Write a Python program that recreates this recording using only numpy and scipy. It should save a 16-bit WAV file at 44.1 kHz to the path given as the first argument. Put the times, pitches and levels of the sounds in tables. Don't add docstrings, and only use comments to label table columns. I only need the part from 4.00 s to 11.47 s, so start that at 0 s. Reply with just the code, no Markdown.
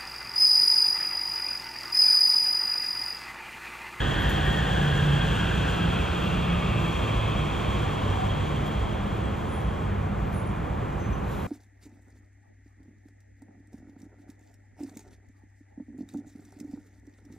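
import sys
import numpy as np
from scipy import signal
from scipy.fft import rfft, irfft, next_fast_len
from scipy.io import wavfile
from scipy.ndimage import uniform_filter1d

SR = 44100
rng = np.random.default_rng(int(sys.argv[2]) if len(sys.argv) > 2 else 0)


def file_out(sig):
    cols = np.atleast_2d(sig).T
    lim = np.clip(cols, -1, 1)
    pcm = np.round(lim * 32767).astype(np.int16)
    wavfile.write(sys.argv[1], SR, pcm)


N = 329427
TIME = np.arange(N) / SR
FREQS = np.maximum(np.arange(N // 2 + 1) * SR / N, 1)


def undb(db):
    return 10 ** (np.asarray(db) / 20)


def unit(x):
    return x / np.sqrt(np.mean(np.abs(x) ** 2))


def over_time(table):
    seconds, *columns = np.transpose(table)
    return [np.interp(TIME, seconds, column) for column in columns]


def over_freq(table):
    hz, *columns = np.transpose(table)
    return [np.interp(np.log(FREQS), np.log(hz), column) for column in columns]


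def ramp(start, length):
    return np.clip((TIME - start) / length, 0, 1)


def swell(centre, length):
    return np.cos(np.pi * np.clip((TIME - centre) / length, -.5, .5))


def wobble(rate):
    return 1.2 * np.interp(TIME * rate, np.arange(4096), rng.standard_normal(4096))


def noise(gain):
    size = next_fast_len(N, True)
    gain = np.interp(np.arange(size // 2 + 1) * SR / size, FREQS, gain)
    white = rfft(rng.standard_normal((2, size)))
    return unit(irfft(white * gain, size)[:, :N])


def coloured(spectrum):
    return noise(undb(over_freq(spectrum)[0]))


def resonance(modes):
    return sum(undb(db) ** 2 / (1 + 2 * ((FREQS - hz) / width) ** 2) ** 2 for hz, width, db in modes)


def ringing(modes):
    peaks = [(hz, width, db - 10 * np.log10(width)) for hz, width, db in modes]
    return noise(np.sqrt(resonance(peaks)))


def tone(hz, waver_hz, rate):
    cycles = np.cumsum(hz + waver_hz * wobble(rate)) / SR + rng.random()
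    return np.sqrt(2) * np.sin(2 * np.pi * cycles)


def rough_tone(hz, width_hz, rough):
    phase = 2 * np.pi * (np.cumsum(hz * np.ones(N)) / SR + rng.random())
    band = wobble(width_hz) * np.sin(phase) + wobble(width_hz) * np.cos(phase)
    return np.sqrt(2 * (1 - rough)) * np.sin(phase) + np.sqrt(rough) * band


def reverb(x, t60, wet_db):
    age = TIME[:SR // 2]
    tail = rng.standard_normal(len(age)) * np.exp(-np.log(1000) * age / t60)
    wet = signal.fftconvolve(x, unit(tail) / np.sqrt(len(age)))[:N]
    return (x + undb(wet_db) * wet) / np.hypot(1, undb(wet_db))


# time in seconds, gear mesh pitch in Hz.
SPEED = [(0, 1736), (.5, 1717), (1.0, 1629), (1.7, 1515), (2.3, 1348), (2.75, 1180), (3.5, 1105),
         (4.4, 1055), (7.47, 901)]

def mesh_hz():
    return over_time(SPEED)[0]


def fader(db, per_halving_db, eased_db):
    hz = mesh_hz()
    halvings = np.log2(hz[0] / hz)
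    return undb(db + per_halving_db * halvings + eased_db * ramp(start=4.1, length=2))


# frequency in Hz, relative level in dB.
RUMBLE = [(15, -55), (28, -23), (42, -5), (52, -1), (61, 3.5), (74, -3), (110, -13), (200, -17), (400, -45),
          (1500, -89)]
ROAR = [(130, -51), (230, -4), (330, -2.5), (420, -4.5), (640, -5), (780, -6), (880, -6.5), (1080, -6.5),
        (1400, -13), (2000, -21), (3200, -31.5), (6000, -68)]
SWISH = [(900, -5), (1700, -2.5), (2050, -5), (2400, -6), (2750, -2), (2950, -4), (3400, -6.5), (3650, -7),
         (3850, -12), (4300, -14), (4900, -21.5), (7000, -49)]
HISS = [(2500, -8), (5200, -4), (5900, -0.5), (7000, 1), (8000, 4), (9000, -11.5), (10500, -6),
        (12000, -16), (13800, -11.5), (15000, -38), (17000, -65)]
# pitch in Hz, width in Hz, relative dB.
BODY_MODES = [(82.8, 12, -6), (98.5, 12, -7.5), (112.9, 18.4, -2.5), (147.7, 9.2, -9), (160, 37, -5),
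              (200.6, 21.4, -5)]
PANEL_MODES = [(240, 23, -2.5), (299, 19, -3), (337, 32, -3.5), (440, 40, -2), (537, 8.1, -6.5),
               (781, 58, 0), (1077, 70, -8)]

def tyres():
    deck = fader(-30.5, per_halving_db=-2.8, eased_db=-.2) * coloured(RUMBLE)
    body = fader(-31, per_halving_db=-.5, eased_db=-.74) * ringing(BODY_MODES)
    roar = coloured(ROAR) + undb(-8) * ringing(PANEL_MODES)
    tread = fader(-32, per_halving_db=-.81, eased_db=-2.55) * roar
    flicker = undb(.67 * wobble(30) + .5 * wobble(6))
    hiss = fader(-49, per_halving_db=-6, eased_db=-8) * flicker * coloured(HISS)
    swish = fader(-36, per_halving_db=-7, eased_db=-10.5) * coloured(SWISH)
    return deck + body + tread + swish + hiss


# pitch ratio, relative level in dB.
AXLES = [(.87, -9), (.91, -10), (.95, -8), (.99, -6.5), (1.03, -9), (1.07, -10), (1.12, -11)]

def axle_whine(hz, width_hz, detune):
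    whine = 0
    for ratio, db in AXLES:
        gain = undb(db + .9 * wobble(7.1))
        pitch = hz * ratio ** detune * (1 + .006 * wobble(5))
        whine += gain * rough_tone(pitch, width_hz, rough=.96)
    return whine


# time in seconds, pitch in Hz, relative level in dB.
UPPER_WHINE = [(0, 3000, -49.5), (.8, 2880, -49), (1.3, 2720, -43.5), (2.0, 2587, -42.5), (2.7, 2522, -41),
               (3.3, 2463, -43.5), (3.9, 2336, -48.5), (7.47, 2013, -67)]
# pitch in Hz, width in Hz, strength in dB.
CASING_MODES = [(1056, 88, 5), (1160, 65, 4.5), (1495, 34, 2), (1622, 53, 5), (1747, 26, 2), (1853, 36, 3),
                (2544, 62, -4), (2804, 90, 3.5)]

def gears():
    lower_gain = fader(-37.5, per_halving_db=-11.5, eased_db=-21)
    lower = lower_gain * axle_whine(mesh_hz(), width_hz=58, detune=1)
    upper_hz, upper_db = over_time(UPPER_WHINE)
    upper = undb(upper_db) * axle_whine(upper_hz, width_hz=80, detune=.85)
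    casing_boost = np.sqrt(1 + resonance(CASING_MODES))
    return reverb(irfft(rfft(lower + upper) * casing_boost, N), t60=.35, wet_db=-17)


# pitch in Hz, level in dB.
WHISTLES = [(2422, -61), (3298, -70)]
# pitch in Hz, width in Hz, relative level in dB.
HOUSING_MODES = [(3090, 90, -6.5), (3222, 105, -2), (3275, 95, -1), (3327, 70, -7.5), (3440, 130, -10.5),
                 (3653, 80, -13), (4190, 130, -29)]
# time in seconds, relative level in dB.
CURRENT = [(0, -36.5), (1.0, -37.5), (1.64, -39.5), (2.05, -41), (2.5, -45), (3.15, -40), (3.85, -45.5),
           (4.25, -44.5), (4.9, -50), (5.4, -61), (5.8, -57), (6.05, -66), (7.47, -63)]

def motors(cut_out_s=5.82, idle_db=-18, switching_hz=3277):
    whistles = sum(undb(db) * rough_tone(hz, width_hz=60, rough=1) for hz, db in WHISTLES)
    housings = undb(over_time(CURRENT)[0] - 1.5) * ringing(HOUSING_MODES)
    cut_out = undb(idle_db * ramp(cut_out_s, length=.2))
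    inverter = fader(-45.5, per_halving_db=-7, eased_db=-8) * ringing([(switching_hz, 79, 0)])
    flutter = undb(.5 * wobble(40))
    return flutter * (housings + cut_out * inverter) + whistles


# time in seconds, pitch in Hz, relative level in dB.
DRONE_HIGH = [(0, 178.5, -66), (.5, 180, -40), (.76, 178.3, -29), (1.0, 175.5, -35), (1.3, 171.3, -31.5),
              (1.55, 172.3, -36.5), (1.83, 172, -25), (1.95, 172, -30.5), (2.05, 174.6, -40.5),
              (2.18, 174, -30), (2.3, 174, -34.5), (2.52, 173, -24.5), (2.62, 172.4, -35),
              (2.74, 169.8, -31.5), (2.9, 167, -32), (3.1, 159, -45), (3.4, 153.2, -34.5),
              (3.62, 149.4, -49), (7.47, 144.9, -47.5)]
DRONE_LOW = [(0, 143, -35), (.35, 143, -36), (.48, 147, -29), (.6, 145, -33), (.75, 145, -35),
             (.82, 145, -25), (1.16, 145, -24.5), (1.3, 145, -37), (1.7, 145, -38), (2.05, 143, -48),
             (2.4, 143, -34), (2.7, 142, -34), (3.1, 144, -48), (3.65, 146, -52), (3.85, 147, -34.5),
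             (4.2, 147, -50), (4.38, 147, -33), (4.7, 147, -38), (4.9, 146, -48), (5.5, 146, -46),
             (5.68, 147, -34), (5.85, 146, -50), (7.47, 145, -52)]

def drone():
    high_hz, high_db = over_time(DRONE_HIGH)
    low_hz, low_db = over_time(DRONE_LOW)
    high = undb(high_db - 1) * rough_tone(high_hz, width_hz=22, rough=.17)
    low = undb(low_db) * rough_tone(low_hz, width_hz=22, rough=.08)
    return high + low


# frequency in Hz, relative level in dB.
CITY = [(100, 18), (500, 11.5), (2300, 7.5), (4500, -19), (7500, -37), (10000, -12.5), (13500, -21.5),
        (15000, -24), (17000, -60)]

def city():
    return undb(-47) * coloured(CITY)


# centre in seconds, length in seconds, pitch in Hz, relative level in dB.
BOOMS = [(0.29, 0.27, 205, -32), (.6, 0.95, 766, -34), (1.203, 0.23, 111.8, -31), (2.03, 0.27, 82.6, -28),
         (2.745, .3, 114, -27), (3.203, 0.51, 111.4, -29), (3.69, 0.32, 200.6, -34), (4.195, 1, 99, -30.5),
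         (4.23, 0.19, 762, -32.5), (4.954, 0.84, 198.9, -34.5), (6.004, 0.4, 98.9, -31.5),
         (6.245, 0.76, 196.1, -35.5)]

def booms(trim_db=-1.5, all_noise_hz=810):
    return sum(undb(db + trim_db) * swell(centre, length) * rough_tone(hz, .15 * hz, hz / all_noise_hz)
               for centre, length, hz, db in BOOMS)


def squeak(start, hold, hz, attack_s=.011, release_s=.017):
    release = np.exp(-np.maximum(TIME - start - attack_s - hold, 0) / release_s)
    waver_hz = 57.8 * (hz / 9930) ** 2.7
    return ramp(start, attack_s) * release * tone(hz, waver_hz, rate=300)


# start in seconds, hold in seconds, pitch in Hz, level in dB before reverb.
SQUEAKS = [(.18, 0.04, 11350, -58), (2.19, 0.069, 13450, -67), (2.79, .1, 13570, -68),
           (5.22, .04, 7700, -60), (5.48, .03, 9900, -58), (5.521, 0.041, 9800, -49.5),
           (6.197, .1, 13750, -73), (6.335, .045, 9800, -48), (6.452, .015, 9800, -55),
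           (6.99, 0.07, 6180, -58), (7.08, .06, 12220, -73), (7.116, .015, 6190, -56)]
# start in seconds, level in dB before smoothing.
TICKS = [(.29, -41), (4.658, -51), (5.605, -55.5), (6.323, -54)]
# centre in seconds, length in seconds, level in dB.
SCUFFS = [(.5, .18, -57), (5.16, .12, -64), (5.4, .14, -62)]
# frequency in Hz, relative level in dB.
AIRY = [(3000, -1), (4000, 1), (5000, -3), (7500, 3), (10000, 0), (12000, -2), (14500, -4), (17000, -35)]

def collector_shoes(tick_decay_s=.029):
    squeaks = sum(undb(db) * squeak(start, hold, hz) for start, hold, hz, db in SQUEAKS)
    ticks = sum(undb(db) * (TIME > start) * np.exp(-np.abs(TIME - start) / tick_decay_s)
                for start, db in TICKS)
    ticks = uniform_filter1d(ticks, size=600)
    scuffs = sum(undb(db) * swell(centre, length) for centre, length, db in SCUFFS)
    return reverb(squeaks, t60=.7, wet_db=-6) + (ticks + scuffs) * coloured(AIRY)[0]


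# centre in seconds, level in dB.
THUMPS = [(.27, -24.5), (.49, -23), (3.18, -25), (5.67, -27.5)]

def thumps(deck_hz=57.96, length_s=.075):
    return sum(undb(db) * swell(centre, length_s) * tone(deck_hz, waver_hz=6, rate=60.2)
               for centre, db in THUMPS)


# pitch in Hz, width in Hz, relative level in dB.
VALVE_MODES = [(3250, 201, -5), (3700, 120, -3), (4030, 70, -4)]

def air_valve(start_s=7.235, attack_s=.087, ring_db_per_s=-70, puff_db_per_s=-18):
    age = np.maximum(TIME - start_s - attack_s, 0)
    ring = undb(-58 + ring_db_per_s * age) * ringing(VALVE_MODES)
    puff = undb(-54 + puff_db_per_s * age) * coloured(AIRY)
    return ramp(start_s, attack_s) * (puff + ring)


# frequency in Hz, likeness from 0 to 1,
# left phase lead in radians, left minus right level in dB.
STEREO = [(60, 0.93, 0.11, -1.5), (170, 0.94, 0.18, -1.0), (290, 0.64, 0.46, -1.9), (470, 0.34, 0.47, -1.8),
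          (620, 0.31, 2.02, -1.8), (780, 0.43, 2.31, -1.0), (1050, 0.31, 1.51, -0.2),
          (1300, 0.45, 0.5, 0.9), (1700, 0.9, 0.01, 1.3), (3300, 0.99, 0.68, 0.1), (5250, 0.86, 0.36, 0.1),
          (5800, 0.83, -1.55, -0.1), (6700, 0.86, -0.83, 0.1), (7700, 0.89, -2.27, 0.2),
          (8500, 0.99, -3.14, 0.0), (9300, 0.92, -3.28, 0.0), (10400, 0.71, -4.26, -0.1),
          (12800, 0.99, -6.28, 0.0)]

def scene():
    likeness, lead, balance_db = over_freq(STEREO)
    edge_fades = np.minimum(1, np.minimum(TIME, TIME[::-1]) / .004)
    left, unrelated = rfft(edge_fades * (tyres() + motors() + air_valve() + city()))
    right = likeness * left + np.sqrt(1 - likeness ** 2) * unrelated
    direct = rfft(edge_fades * (thumps() + drone() + booms() + gears() + collector_shoes()))
    left = (left + direct) * undb(balance_db / 2)
    right = (right + direct) * undb(-balance_db / 2) * np.exp(-1j * lead)
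    return irfft(np.array([left, right]), N)


def record(dry):
    return signal.sosfilt(signal.ellip(8, .2, 70, 15200, fs=SR, output="sos"), dry)


dry = scene()
out = record(dry)
file_out(out)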